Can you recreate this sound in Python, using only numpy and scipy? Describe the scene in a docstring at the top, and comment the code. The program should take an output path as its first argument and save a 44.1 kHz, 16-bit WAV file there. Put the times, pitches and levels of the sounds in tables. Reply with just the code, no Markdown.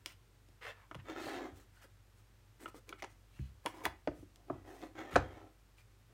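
"""A small flick of card and a brush of paper open the scene: hands are unpacking a cardboard album box
on a wooden table in a small, quiet room. The box rasps as it is dragged and knocks as it is tipped up.
A paper insert slips out with ticks and swishes, then the box is set down edge by edge, pushed along
and dropped flat. Knocks ring its panels, its weight thuds into the table, and every rub is a stream
of tiny slips. Faint room noise and the hum of a small motor lie underneath."""
import sys
import numpy as np
from scipy import signal
from scipy.fft import rfft, irfft, next_fast_len
from scipy.io import wavfile
from scipy.ndimage import uniform_filter1d, map_coordinates

SR = 44100
rng = np.random.default_rng(int(sys.argv[2]) if len(sys.argv) > 2 else 0)


def materialize(psi):
    """Save the field psi as 16-bit PCM at rate SR to the path in sys.argv[1].

    A 1-D psi becomes a single channel; in a 2-D psi each row is a channel.
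    """
    bounded = np.clip(np.atleast_2d(psi).T, -1, 1)
    quanta = np.round(bounded * 32767).astype(np.int16)
    wavfile.write(sys.argv[1], SR, quanta)


N = 270333
RING_TIME = np.arange(SR // 2) / SR  # seconds after a contact

# Knocks on the box. Each row: start in seconds, level in dB, contact cutoff in Hz,
# panel pitch in Hz, then crack and first rebound in dB relative to the knock.
BOX_KNOCKS = [(0.9125, -45.5, 2040, 1380, -22, -23), (.946, -49, 3220, 1100, -15, -5),
              (.951, -53, 2980, 596, -10.5, -3), (1.267, -41.5, 1200, 597, -31, 1.5),
              (2.744, -51.5, 1250, 410, -38, -23), (2.928, -53.5, 700, 400, -50, -9),
              (3.0285, -45.5, 1320, 735, -9, -17), (3.0392, -47.5, 2440, 960, -13, -12),
              (3.0442, -46, 2000, 865, -10, -25), (3.391, -49.5, 400, 261, -13.5, -10),
              (3.6547, -41, 750, 600, -34, -13), (3.6602, -34.5, 3520, 936, -9.5, -10),
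              (3.8536, -33, 4400, 1900, -6, -0.5), (4.0742, -30, 1590, 628, -26, -1),
              (4.227, -49.5, 610, 291, -42, -18), (4.4996, -40.5, 1320, 1180, -60, -9),
              (4.502, -34, 850, 657, -60, -7), (4.817, -57, 1600, 330, -7, -1),
              (5.1573, -26, 2480, 1610, -21, -11.5), (5.1598, -21, 1400, 524, -29.5, -19),
              (5.1615, -21, 1700, 700, -16.5, -12.5)]
# The voice of the box. Each row: pitch in Hz, level in dB, t60 in seconds.
BOX_MODES = [(306.4, -6, 0.067), (368.8, -3, 0.048), (600, 0.5, 0.02), (626, 2.5, 0.023),
             (764, -7.5, 0.0083), (952, -3, 0.014), (1320, -3.5, 0.011), (1416, -7.5, 0.0089),
             (1722, -14.5, .025), (2050, -2.5, 0.012), (2450, -4, 0.017), (2890, 1, .016),
             (3410, -4, 0.029)]
# The tone of a contact's crack. Each row: frequency in Hz, level in dB.
CRACK_SPECTRUM = [(800, -20.5), (2200, 2.5), (6000, 0), (8000, -4.5), (10000, -3), (13000, -9.5),
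                  (17000, -2.5)]
# Pushes over the wood. Each row: start and length in seconds, level in dB, relative grit in dB.
BOX_PUSHES = [(1.034, 0.078, -54.5, -5), (1.066, 0.097, -46, -4.5), (1.142, 0.18, -47.5, -3),
              (1.251, 0.28, -44, -7), (1.47, 0.22, -74.5, -1), (3.712, 0.21, -58, -17),
              (3.98, 0.046, -83, -24), (4.34, .14, -70.5, -31), (4.466, 0.17, -57, -12.5),
              (4.638, 0.2, -55, -11.5), (4.794, 0.087, -49.5, -8), (4.945, 0.12, -49.5, -4),
              (4.994, 0.45, -52, -7), (5.167, 0.33, -55.5, -7), (5.375, 0.13, -57.5, -18)]
# Resonances of the thin box walls. Each row: centre in Hz, width in Hz, gain in dB.
WALL_RESONANCES = [(773, 60, -1), (975, 16, -10), (1320, 65, 6), (1940, 81, -2.5), (2097, 60, -5),
                   (2546, 29, 5), (3180, 37, 5.5)]
# The tone of the sliding box's body. Each row: frequency in Hz, gain in dB.
BODY_SPECTRUM = [(120, -34.5), (210, -19), (290, 0), (380, 3), (430, -11), (600, -8), (750, -9.5),
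                 (1050, -20.5), (1500, -44.5), (2800, -57.5)]
# The tone of its rubbing edge. Each row: frequency in Hz, gain in dB.
GRIT_SPECTRUM = [(600, -21), (1100, -3), (1800, 2), (2700, -8.5), (3600, -10.5), (5000, -19.5), (7000, -18),
                 (9000, -31.5), (15500, -32.5)]
# Weight landing on the table. Each row: start in seconds, level in dB, bump pitch in Hz.
TABLE_THUDS = [(0.956, -44.5, 150), (.98, -49.5, 125), (1.514, -49, 81), (3.392, -37, 131),
               (3.407, -38.5, 70), (3.862, -44.5, 81.5), (4.076, -43, 135), (4.185, -51, 113),
               (4.522, -44.5, 132), (5.131, -38, 81), (5.163, -31.5, 81.4)]
# The voice of the table top. Each row: pitch in Hz, level in dB, t60 in seconds.
TABLE_MODES = [(66, 1, 0.45), (93.5, 0, 0.51), (130, -0.5, 0.28), (198, -5.5, 0.3)]
# Card and paper edges flicking. Each row: start in seconds, level in dB, ring pitch in Hz,
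# ring t60 in seconds, relative crack in dB.
EDGE_FLICKS = [(0.0601, -41, 2910, 0.0044, 0.5), (0.487, -64, 342, .04, -9.5),
               (2.658, -41.5, 1306, 0.038, -39), (2.679, -54, 1250, 0.036, -20),
               (2.892, -50, 2310, 0.036, 1.5), (2.926, -44.5, 1326, 0.031, -40),
               (2.9267, -51.5, 2240, 0.022, -32), (3.0229, -43.5, 2030, 0.0082, -10),
               (3.666, -37, 976, 0.032, -35), (3.862, -35, 835, 0.026, -37), (4.359, -63.5, 3360, .01, 13),
               (5.783, -63.5, 2390, 0.16, -19.5)]
# Rubs of paper and card: fingers brushing paper, card sliding on card or table, and short scrapes # that swell
# into hard knocks. Each row: start and length in seconds, level in dB, # sheet resonance in Hz, relative hiss
# in dB.
PAPER_STROKES = [(0.049, 0.099, -62, 2780, -2.5), (.608, 0.13, -49, 1850, -16.5),
                 (0.632, 0.097, -55, 596, -14), (.73, 0.15, -66, 1010, -28),
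                 (0.984, 0.033, -61.5, 1780, -25), (1.17, 0.24, -55, 4040, -5),
                 (1.535, 0.12, -71.5, 350, 4), (1.712, 0.18, -72, 1500, -3),
                 (1.811, 0.047, -62.5, 1330, -2.5), (1.834, 0.033, -65, 377, -6),
                 (2.154, 0.078, -78.5, 1280, 3.5), (2.593, 0.082, -59.5, 344, -2.5),
                 (2.674, 0.032, -61.5, 334, -1.5), (2.741, 0.058, -63.5, 332, 0.5),
                 (2.87, 0.058, -62.5, 355, -7), (2.98, 0.04, -61.5, 2320, -7),
                 (3.088, 0.055, -84, 1990, 12.5), (3.297, 0.24, -71, 2720, -3.5),
                 (3.636, 0.097, -63.5, 1010, -0.5), (3.689, 0.2, -60, 945, -9), (3.834, 0.04, -49, 418, -2),
                 (4.139, .11, -75, 586, 4), (4.635, 0.29, -74.5, 1810, 6.5), (5.104, 0.09, -52, 2000, -8.5),
                 (5.77, 0.059, -70, 2400, -0.5), (6.07, 0.14, -76, 364, -16)]
# The hiss of paper fibres. Each row: frequency in Hz, gain in dB.
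FIBRE_SPECTRUM = [(2000, -6.5), (4000, -4), (9000, -4), (10500, -8.5), (13000, -9), (17000, -10.5)]
# The room's decay. Each row: frequency in Hz, t60 in seconds.
ROOM_DECAY = [(100, 0.62), (400, 0.25), (2000, 0.27), (6000, 0.22), (15000, 0.12)]
# The tone of the quiet room. Each row: frequency in Hz, level in dB.
AIR_SPECTRUM = [(28, -38.5), (42, -6), (70, -7.5), (110, 5.5), (150, -12.5), (350, -14.5), (700, -19.5),
                (1400, -20.5), (4000, -27), (9000, -31), (10300, -35), (12000, -32), (15800, -37)]
# A small motor in the room. Each row: pitch in Hz, level in dB.
MOTOR_PARTIALS = [(48.6, -67), (97.3, -72)]


def box_knocks():
    """An edge lands with a crack; the box then settles in two quick, duller rebounds."""
    flight_s, second_rebound_loss_db = 0.007, 19.5
    out = np.zeros(N)
    for start, db, contact_hz, panel_hz, crack_db, rebound_db in BOX_KNOCKS:
        snap = burst(cut(crack(t60=0.0064), 4.15 * contact_hz, "low", order=4))
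        blow = box_contact(db, contact_hz, panel_hz) + amp(db + crack_db) * snap
        for k in range(2):
            level_db = db + rebound_db - k * second_rebound_loss_db
            rebound = box_contact(level_db, 0.402 * contact_hz, 0.542 * panel_hz)  # lands flatter
            add(blow, (k + 1) * flight_s, rebound)
        add(out, start, room(blow, wet_db=-13.5))
    return out


def box_contact(db, contact_hz, panel_hz):
    """Soft contacts lose the treble, hard ones the bass; the struck panel rings most."""
    panel_db, panel_cycles = 1, 14
    bass_limit_hz = 247 * (contact_hz / 1300) ** 0.38
    body = cut(cardboard(), contact_hz, "low", order=4)
    body = burst(cut(body, bass_limit_hz, "high", order=2))
    panel = burst(cut(mode(panel_hz, t60=panel_cycles / panel_hz), contact_hz, "low", order=2))
    return amp(db) * burst(body + amp(panel_db) * panel)


def cardboard():
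    """The box's main modes over a short wash of crowded, well damped ones."""
    wash = cut(rng.standard_normal(len(RING_TIME)), 2000, "low", order=1)
    wash = cut(wash, 400, "high", order=2)
    return burst(ring(BOX_MODES, scatter_db=1.5) + amp(-2.5) * burst(wash * fade(t60=0.043)))


def crack(t60):
    """The bright first instant of a contact; the fibres give way over a fraction of a millisecond."""
    crush = 1 - fade(t60=0.0035)
    decay = fade(t60) + amp(-25.5) * fade(t60=0.1)
    return burst(coloured(rng.standard_normal(len(RING_TIME)), CRACK_SPECTRUM) * crush * decay)


def box_drags():
    """The box's edge catches and slips on the wood, sounding the body with a gritty rasp on top."""
    attack_s, release_share = 0.03, 0.5  # a push starts quickly and slows over its last half
    t = np.arange(N) / SR
    friction = slips(N, per_second=3000, spread_db=3) * amp(1.5 * wobble(per_second=90))
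    friction = filtered(friction, box_walls)
    rasp = wander(friction, depth_db=3.5)
    body_gain, grit_gain = np.zeros(N), np.zeros(N)
    for start, length, db, grit_db in BOX_PUSHES:
        rise = (t - start) / attack_s
        fall = (start + length - t) / (release_share * length)
        speed = np.clip(np.minimum(rise, fall), 0, 1)
        body_gain = np.maximum(body_gain, amp(db) * speed)
        grit_gain = np.maximum(grit_gain, amp(db + grit_db) * speed)
    body = body_gain * coloured(friction, BODY_SPECTRUM)
    grit = grit_gain * coloured(rasp, GRIT_SPECTRUM)
    return room(body + grit, wet_db=-6.5)


def box_walls(f):
    """The thin walls add narrow peaks to a flat response."""
    return 1.6 + sum(amp(db) * resonance(f, hz, width) for hz, width, db in WALL_RESONANCES)


def table_thuds():
    """Weight comes down softly: a few slow swings of the load, and the table's low modes."""
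    load_cycles = 14
    out = np.zeros(N)
    for start, db, hz in TABLE_THUDS:
        load = burst(mode(hz, t60=load_cycles / hz))
        table = amp(2.5) * ring(TABLE_MODES, scatter_db=1.5)
        add(out, start, amp(db) * burst(cut(load + table, 390, "low", order=3)))
    return out


def edge_flicks():
    """A released edge rings briefly in two close modes and shakes the box."""
    out = np.zeros(N)
    for start, db, hz, t60, crack_db in EDGE_FLICKS:
        edge = burst(mode(hz, t60) - 0.64 * mode(hz * 1.11, t60 * 0.57))
        box = burst(cut(cardboard(), 2.27 * hz, "low", order=4))
        snap = burst(cut(crack(t60=0.007), 11000, "low", order=1))
        flick = burst(edge + amp(-4) * box + amp(crack_db) * snap)
        add(out, start, room(amp(db) * flick, wet_db=-13))
    return out


def paper_swishes():
    """Each stroke swells and fades: a band of slips, the sheet's resonance and the hiss of fibres."""
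    peak_share = 0.42  # a stroke is fastest this far through its length
    out = np.zeros(N)
    for start, length, db, sheet_hz, hiss_db in PAPER_STROKES:
        t = np.arange(0, length, 1 / SR)
        speed = np.sin(np.interp(t / length, [0, peak_share, 1], [0, np.pi / 2, np.pi])) ** 0.85
        rub = paper_rub(len(t), sheet_hz)
        sheet = sheet_ring(len(t), sheet_hz)
        hiss = coloured(slips(len(t), per_second=5000, spread_db=2), FIBRE_SPECTRUM)
        add(out, start, amp(db) * speed * (rub + sheet + amp(hiss_db) * hiss))
    return room(wander(out, depth_db=3), wet_db=-15)


def paper_rub(count, sheet_hz):
    """A broad band of friction, brighter on stiffer sheets."""
    rub_hz = np.hypot(1400, 0.83 * sheet_hz)
    rub = cut(slips(count, per_second=5000, spread_db=2.5), 1.25 * rub_hz, "low", order=3)
    rub = cut(rub, 0.5 * rub_hz, "high", order=1)
    return unit(cut(rub, 330, "high", order=3))  # small surfaces radiate no bass


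def sheet_ring(count, hz):
    """Slips excite the sheet's resonance; smaller, higher sheets radiate less."""
    level_db = -0.5 - 3.5 * np.log2(hz / 1000)
    grains = slips(count, per_second=4000, spread_db=3)
    sheet = filtered(grains, lambda f: resonance(f, hz, width_hz=160 + 0.13 * hz) ** 2)
    return amp(level_db) * unit(sheet)


def slips(count, per_second, spread_db):
    """Friction: tiny slips of uneven size at random moments."""
    slipping = rng.random(count) < per_second / SR
    return unit(slipping * rng.standard_normal(count) * amp(spread_db * rng.standard_normal(count)))


def wander(x, depth_db):
    """The contact point travels, so different resonances come and go."""
    spectra = signal.stft(x, nperseg=1024)[2]
    drift = uniform_filter1d(rng.standard_normal(spectra.shape), size=3, axis=0)  # smooth in frequency
    drift = uniform_filter1d(drift, size=9, axis=1)  # and in time
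    gain = unit(amp(depth_db * unit(drift)))
    return signal.istft(spectra * gain, nperseg=1024)[1][:len(x)]


def near_wall(x, delay_s, echo_db):
    """A wall just beside the table sends back one duller copy, which hollows the sound."""
    echo = np.zeros(N)
    add(echo, delay_s, cut(x, 5400, "low", order=1))
    return x + amp(echo_db) * echo


def room(x, wet_db):
    """The sound and the room's answer, each frequency dying at its own speed."""
    predelay_s = 0.006
    hz, t, spectra = signal.stft(rng.standard_normal(SR // 2), SR, nperseg=256)
    decay = amp(-60 * t / along(ROOM_DECAY, hz)[:, None])
    tail = signal.istft(spectra * decay, SR, nperseg=256)[1]
    tail = np.pad(tail / np.linalg.norm(tail), (round(predelay_s * SR), 0))
    return x + amp(wet_db) * signal.fftconvolve(x, tail)[:len(x)]


def motor_hum():
    """A small motor hums on two low partials that waver slightly."""
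    t = np.arange(N) / SR
    hum = np.zeros(N)
    for hz, db in MOTOR_PARTIALS:
        level = amp(db + 0.96 * wobble(per_second=4.4))
        phase = 2 * np.pi * hz * t + 0.1 * wobble(per_second=2.4)
        hum += level * np.sqrt(2) * np.sin(phase)
    return hum


def room_tone():
    """A faint, steady bed of bass-heavy noise."""
    return amp(-67.5) * coloured(rng.standard_normal(N), AIR_SPECTRUM)


def ring(modes, scatter_db):
    """All modes of an object, in alternating polarity and at new strengths for each blow."""
    return burst(sum((-1) ** k * amp(db + scatter_db * rng.standard_normal()) * mode(hz, t60)
                     for k, (hz, db, t60) in enumerate(modes)))


def mode(hz, t60):
    """One damped vibration."""
    return np.sin(2 * np.pi * hz * RING_TIME) * fade(t60)


def fade(t60):
    """A decay that falls 60 dB in t60 seconds."""
    return 1000 ** (-RING_TIME / t60)


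def resonance(f, hz, width_hz):
    """Response of one resonance, 1 at its centre."""
    return 1j * f * width_hz / (hz * hz - f * f + 1j * f * width_hz)


def wobble(per_second):
    """A smooth curve through evenly spaced random knots."""
    knots = rng.standard_normal(int(N * per_second / SR) + 4)
    return map_coordinates(knots, [np.arange(N) * per_second / SR])


def coloured(x, spectrum):
    """Shape x with an EQ curve, at rms 1."""
    return unit(filtered(x, lambda hz: amp(along(spectrum, hz))))


def along(points, hz):
    """Read a curve of (Hz, value) points on a log frequency axis."""
    frequencies, values = np.transpose(points)
    return np.interp(np.log(hz + 1), np.log(frequencies + 1), values)


def filtered(x, response):
    """Pass x through a frequency response."""
    size = next_fast_len(len(x) + SR // 4)
    return irfft(rfft(x, size) * response(np.fft.rfftfreq(size, 1 / SR)), size)[:len(x)]


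def cut(x, hz, kind, order):
    """Causal low-pass or high-pass."""
    return signal.sosfilt(signal.butter(order, min(hz, SR / 2 - 100), kind, fs=SR, output="sos"), x)


def add(track, start, x):
    """Mix x into the track, starting at a time in seconds."""
    part = track[round(start * SR):][:len(x)]
    part += x[:len(part)]


def amp(db):
    """Decibels to gain."""
    return 10 ** (np.asarray(db) / 20)


def unit(x):
    """Scale to rms 1."""
    return x / np.sqrt(np.mean(x ** 2) + 1e-20)


def burst(x):
    """Scale to the energy of 10 ms at rms 1."""
    return x * np.sqrt(SR / 100 / (np.sum(x ** 2) + 1e-20))


def scene():
    """Box, paper, table and room, mixed in mono."""
    handling = box_knocks() + edge_flicks() + paper_swishes() + box_drags()
    handling = amp(-1) * near_wall(handling, delay_s=0.004, echo_db=-19)
    return (handling + table_thuds() + motor_hum() + room_tone())[None]


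def record(dry):
    """Roll off the deepest bass and cut away the very top."""
    low_hz, top_hz = 40, 15830
    return np.array([filtered(cut(x, low_hz, "high", order=8), lambda hz: hz < top_hz) for x in dry])


dry = scene()
out = record(dry)
materialize(out)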